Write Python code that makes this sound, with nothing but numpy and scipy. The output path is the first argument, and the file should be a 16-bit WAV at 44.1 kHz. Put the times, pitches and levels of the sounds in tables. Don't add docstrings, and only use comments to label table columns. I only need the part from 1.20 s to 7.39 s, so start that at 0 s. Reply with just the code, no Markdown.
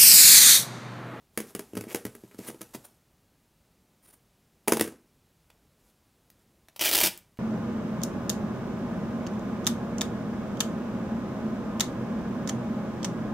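import sys
import numpy as np
from scipy import signal
from scipy.fft import rfft, irfft
from scipy.io import wavfile

SR = 44100
rng = np.random.default_rng(int(sys.argv[2]) if len(sys.argv) > 2 else 0)


def pcm_store(signal):
    levels = np.round(np.clip(np.atleast_2d(signal), -1, 1) * 32767)
    wavfile.write(sys.argv[1], SR, levels.astype(np.int16).T)


N = 272934
TIME = np.arange(N) / SR


# t/s, relative click level/dB, relative thump level/dB, hardness/(dB/octave)
KNOCKS = [(0.1754, -8, -21.5, 3.5), (0.2028, -17, -33, -5), (0.3501, -14.5, -26, -3), (0.3934, -18, -32, 8),
          (0.5342, -34, -33.5, -7), (0.5531, -24.5, -37, -10), (0.5692, -20.5, -26, -10),
          (0.5739, -17.5, -29.5, 4.5), (0.61, -20.5, -36, -2), (0.6387, -28.5, -36.5, 5),
          (0.6687, -36, -34, -6), (0.7467, -9, -22.5, 6), (0.7574, -16.5, -34, 4),
          (0.852, -16.5, -27.5, -8.5), (0.8659, -25, -35.5, -7), (0.9512, -28.5, -42.5, 5),
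          (1.0369, -42, -38.5, -10.5), (1.1453, -37, -44.5, -6), (1.1896, -34, -29, -2.5),
          (1.2865, -25, -31, -0.5), (1.2988, -33, -36.5, 7), (1.3452, -36, -40, 5.5), (1.409, -31, -37, 7),
          (1.4151, -21, -37, -1), (1.548, -26, -32, -3.5), (3.4758, -16, -22.5, 13.5),
          (3.481, -1.5, -17.5, 10), (3.5218, -0.5, -12, 5), (3.5335, -9, -23, 5), (3.5703, -12, -23, 12.5),
          (3.5965, -8.5, -24, -1), (3.6102, -1.5, -16.5, 1), (3.6501, -32, -30.5, 4),
          (3.6765, -24, -32.5, -4), (3.723, -38, -42, 0)]
# f/Hz, level/dB, t60/s
LID_MODES = [(135.3, -17, 0.16), (226.6, -6.5, 0.072), (273, -6, 0.039), (331, 4, 0.022),
             (403, -0.5, 0.029), (451, -7.5, 0.05), (641, -15, 0.042), (860, -9.5, 0.014)]
# f/Hz, level/dB
CLICK_SPECTRUM = [(300, -0.5), (900, 2), (1800, 1.5), (2700, -1.5), (4200, -8), (6500, -3.5), (8000, -5.5),
                  (10500, 1), (13000, -5), (16000, -9)]
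def knocks(click_db=-3, thump_db=7, rise_s=0.0013, rebound_s=0.021, rebound_db=-19.5):
    t, out = np.arange(SR // 8) / SR, np.zeros((2, N))
    hz, mode_db, t60_s = np.transpose(LID_MODES)[:, :, None]
    octaves = np.log2(np.maximum(hz, 175) / np.median(hz))
    spots = rng.standard_normal((len(KNOCKS), 2, len(LID_MODES), 1))
    gaps_s = rebound_s * (0.5 + rng.random((len(KNOCKS), 2)))
    for (s, click, thump, hardness), (detune, weight), gap_s in zip(KNOCKS, spots, gaps_s):
        ring_db = mode_db + hardness * octaves + 1.5 * weight
        ring_hz = hz * (1 + 0.04 * detune + 0.013 * min(hardness, 0))
        modes = amp(ring_db - 60 * t / t60_s) * np.sin(2 * np.pi * ring_hz * t)
        lid = amp(thump + thump_db) * modes.sum(0) * (1 - np.exp(-t / rise_s)) / 2
        tilt_db_oct = 0.19 * (click - thump - 11.5)
        contact = burst(t60_s=0.024, scatter_db=8, size=len(t))
        impulse = np.linalg.norm(contact) * (t == 0)
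        for path, push in zip(out, [contact, impulse]):
            blow = lid + amp(click + click_db) * colour(push, CLICK_SPECTRUM, tilt_db_oct)
            for k, at_s in enumerate(np.cumsum([s, *gap_s])):
                add(path, at_s, amp(k * rebound_db) * blow)
    return signal.sosfilt(signal.butter(3, 120, "high", fs=SR, output="sos"), out)


# t/s, length/s, relative fine-thread level/dB, rasp gain/dB, drum level/dB
TUGS = [(5.591, .008, -35.5, 17, -48), (5.609, 0.034, -31, 4, -44), (5.646, 0.048, -27.5, 6, -49.5),
        (5.711, .046, -30, -16.5, -39), (5.766, .063, -31.5, -2, -53), (5.828, 0.0445, -25, -8, -38.5)]
def tugs(levels_db):
    return sum(amp(db) * envelope(s, length_s, attack_s=0.0018, release_s=0.048)
               for (s, length_s, *_), db in zip(TUGS, levels_db))


# t/s, relative level/dB
SNAPS = [(5.5943, -19.5), (5.612, -8.5), (5.622, -11), (5.66, -15.5), (5.7135, -4), (5.73, -4),
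         (5.7355, -2.5), (5.7491, 0), (5.7541, 1), (5.7673, -2.5), (5.7781, -2), (5.7872, -1.5),
         (5.8035, -1), (5.8128, -0.5), (5.8349, -3), (5.8488, -2)]
# f/Hz, level/dB
THREAD_SPECTRUM = [(30, -26.5), (80, -10.5), (220, -8), (350, -1), (750, 1), (1200, -4.5), (2000, 0),
                   (3050, 2), (3600, 0), (4800, 1), (7000, -2), (10000, -0.5), (12800, 2), (16000, -1)]
# f/Hz, width/Hz, level/dB
CLOTH_MODES = [(612, 110, -5.5), (2406, 56, 3.5), (2990, 290, -1.5), (4860, 510, -13), (5750, 210, -6)]
def rip(snap_db=-2, fine_db=-4):
    start_s, length_s, threads_db, rasp_db, _ = np.transpose(TUGS)
    breaks = grains(per_s=900, spread_db=3) * rng.choice([-1, 1], N)
    breaks = unit_rms(breaks) * tugs(threads_db + fine_db)
    for s, db in SNAPS:
        add(breaks, s, amp([db + snap_db]))
    shakes = np.zeros(N)
    for i in np.flatnonzero(breaks):
        add(shakes, i / SR, breaks[i] * burst(t60_s=0.026, scatter_db=5.5))
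    cloth = colour(shakes, THREAD_SPECTRUM)
    rasp = sum(amp(db) * signal.lfilter(*signal.iirpeak(hz, hz / width_hz, SR), cloth)
               for hz, width_hz, db in CLOTH_MODES)
    return cloth + rasp * amp(np.interp(TIME, start_s + length_s / 2, rasp_db))


def cloth_drum(slack_hz=255, taut_hz=365, half_width_hz=90):
    start_s, length_s, _, _, drum_db = np.transpose(TUGS)
    progress = np.interp(TIME, [start_s[0], start_s[-1] + length_s[-1]], [0, 1])
    hz = slack_hz + (taut_hz - slack_hz) * np.sin(np.pi * progress)
    noise = rng.standard_normal(N) + 1j * rng.standard_normal(N)
    shake = signal.sosfilt(signal.butter(2, half_width_hz, fs=SR, output="sos"), noise)
    carrier = np.exp(2j * np.pi * np.cumsum(hz) / SR)
    return unit_rms((shake * carrier).real) * tugs(drum_db)


# t/s, relative level/dB, tilt/(dB/octave)
TICKS = [(4.302, -39, -3.5), (5.102, -37.5, 1.5), (5.485, -35.5, -3.5), (5.562, -28, -2.5),
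         (5.565, -31.5, 3), (5.976, -25.5, 5), (6.173, -43, -4)]
def thread_ticks(gain_db=-3):
    out = np.zeros(N)
    for s, db, tilt_db_oct in TICKS:
        snap = burst(t60_s=0.022, scatter_db=11)
        add(out, s, amp(db + gain_db) * colour(snap, THREAD_SPECTRUM, tilt_db_oct))
    return out


# t/s, length/s, end level/dB
SLIDES = [(.24, 0.072, -56.5), (.68, 0.053, -43.5), (1.18, 0.012, -46.5), (1.195, 0.11, -48),
          (1.408, 0.0088, -41), (1.533, .022, -38.5), (1.638, 0.011, -51.5), (4.58, 0.13, -68.5),
          (5.13, 0.097, -73)]
# f/Hz, level/dB
SLIDE_SPECTRUM = [(40, -34), (150, 16.5), (400, 12), (900, 9.5), (2400, 1.5), (4500, 1.5), (7000, 4),
                  (10000, 3.5), (13000, 6), (16000, -6)]
def slides(grip_db=-64.5):
    grip = amp(grip_db) * envelope(start_s=0.12, length_s=1.54, attack_s=0.05, release_s=0.52)
    return friction(strokes(SLIDES) + grip, SLIDE_SPECTRUM, per_s=5200, spread_db=1)


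# t/s, length/s, end level/dB
SHEARS = [(1.263, 0.024, -37), (1.643, .012, -44.5), (2.822, 0.041, -58), (2.868, 0.024, -55),
          (2.895, .015, -56), (2.922, 0.021, -54)]
# f/Hz, level/dB
SHEAR_SPECTRUM = [(40, -48), (250, 0.5), (1200, -3), (2500, -7.5), (5000, -11), (7200, -8), (8200, -10),
                  (9600, 6), (11000, -6), (13500, -2), (16000, -7.5)]
def blade_shear():
    return friction(strokes(SHEARS), SHEAR_SPECTRUM, per_s=22000, spread_db=-2)


# t/s, length/s, end level/dB
SCRAPES = [(.675, 0.0476, -44.5), (1.1, .025, -53), (1.19, 0.107, -52)]
# f/Hz, level/dB
SCRAPE_SPECTRUM = [(40, -15), (150, -2), (400, 15.5), (700, 0), (1100, 1), (1600, 1), (2200, 5.5),
                   (3000, -3), (4200, -14), (16000, -15)]
def handle_scrape():
    return friction(strokes(SCRAPES), SCRAPE_SPECTRUM, per_s=560, spread_db=2.5)


def friction(gain, spectrum, per_s, spread_db):
    slips = unit_rms(grains(per_s, spread_db) * rng.standard_normal(N))
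    return colour(slips * gain, spectrum)


def strokes(rows):
    return sum(amp(db) * envelope(s, length_s, attack_s=0.0068, release_s=0.015, swell_db=10)
               for s, length_s, db in rows)


# delay/s, gain/1
ECHOES = [(.0031, 0.15), (.0094, 0.13), (0.0124, .22), (0.0155, 0.12)]
# f/Hz, t60/s
ROOM_DECAY = [(120, 0.39), (400, 0.3), (1200, 0.34), (3000, 0.27), (8000, 0.27), (13000, 0.21),
              (16000, 0.2)]
def room(direct, all_round, wet_db, build_s=0.0027, fade_hz=7, tails=3, null_hz=157.4, null_width_hz=32):
    out = direct.copy()
    for s, gain in ECHOES:
        add(out, s, gain * direct)
    for k in range(tails):
        hz, t, noise = signal.stft(rng.standard_normal(SR // 2), SR, nperseg=256)
        decay = amp(-60 * t / lookup(ROOM_DECAY, hz)[:, None])
        tail = signal.istft(noise * decay * (1 - np.exp(-t / build_s)), SR, nperseg=256)[1]
        share = np.sqrt(2 / tails) * np.cos(np.pi * (fade_hz * TIME + k / tails))
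        out += amp(wet_db) * signal.oaconvolve(all_round * share, tail / np.linalg.norm(tail))[:N]
    return signal.lfilter(*signal.iirnotch(null_hz, null_hz / null_width_hz, SR), out)


# f/Hz, relative level/dB
FLOOR_SPECTRUM = [(15, -60.5), (25, -10), (43, -1.5), (123, -3), (185, -3.5), (217, -3.5), (270, -8),
                  (384, -10.5), (416, -11), (962, -17.5), (1740, -21.5), (9070, -26.5), (11600, -26),
                  (16000, -28.5)]
def noise_floor(level_db=-66.5, waver_db=1, split_hz=500):
    shape = amp(lookup(FLOOR_SPECTRUM, np.fft.rfftfreq(N, 1 / SR)))
    noise = unit_rms(irfft(rfft(rng.standard_normal(N)) * shape, N))
    rumble = signal.sosfiltfilt(signal.butter(2, split_hz, fs=SR, output="sos"), noise)
    hiss = noise - rumble
    drift = sum(np.sin(2 * np.pi * (hz * TIME + rng.random())) for hz in np.geomspace(1, 10, 20))
    return amp(level_db) * (amp(waver_db * unit_rms(drift)) * rumble + hiss)


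def grains(per_s, spread_db):
    sizes = amp(spread_db * np.minimum(rng.exponential(1, N), 3))
    return sizes * (rng.random(N) < per_s / SR)


def burst(t60_s, scatter_db, size=2048):
    scatter = rng.standard_normal(size) * amp(-60 * np.arange(size) / SR / t60_s)
    scatter *= amp(scatter_db) / np.linalg.norm(scatter)
    scatter[0] = 1
    return scatter


def envelope(start_s, length_s, attack_s, release_s, swell_db=0):
    t = TIME - start_s
    rise_db = swell_db * np.clip(t / length_s - 1, -1, 0)
    fall_db = 60 * np.clip((t - length_s) / release_s, 0, 2)
    return np.clip(t / attack_s, 0, 1) * amp(rise_db - fall_db)


def colour(x, spectrum, tilt_db_oct=0, size=2048):
    hz = abs(np.fft.fftfreq(size, 1 / SR))
    db = lookup(spectrum, hz) + tilt_db_oct * np.log2(np.maximum(hz, 1000))
    log_response = np.conj(signal.hilbert(np.log(amp(db))))
    taps = np.fft.ifft(np.exp(log_response)).real
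    return signal.oaconvolve(x, taps / np.linalg.norm(taps))[:len(x)]


def lookup(table, hz):
    table_hz, values = np.transpose(table)
    return np.interp(np.log(hz + 1), np.log(table_hz + 1), values)


def add(mix, s, sound):
    part = mix[round(s * SR):][:len(sound)]
    part += sound[:len(part)]


def amp(db):
    return 10 ** (np.asarray(db) / 20)


def unit_rms(x):
    return x / np.sqrt(np.mean(x ** 2) + 1e-20)


def scene():
    rubbing = slides() + blade_shear() + handle_scrape()
    scissors, all_round = knocks() + rubbing
    cloth = rip() + cloth_drum() + thread_ticks()
    mono = room(scissors, all_round, wet_db=-9.5) + room(cloth, cloth, wet_db=-11) + noise_floor()
    return np.array([mono, mono])


def record(dry, allpass_coeff=0.4, cutoff_hz=15850):
    lagged = signal.lfilter([-allpass_coeff, 1], [1, -allpass_coeff], dry)
    lowpass = signal.firwin(511, cutoff_hz, window=("kaiser", 9), fs=SR)
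    return signal.oaconvolve(lagged, lowpass[None], "same")


dry = scene()
out = record(dry)
pcm_store(out)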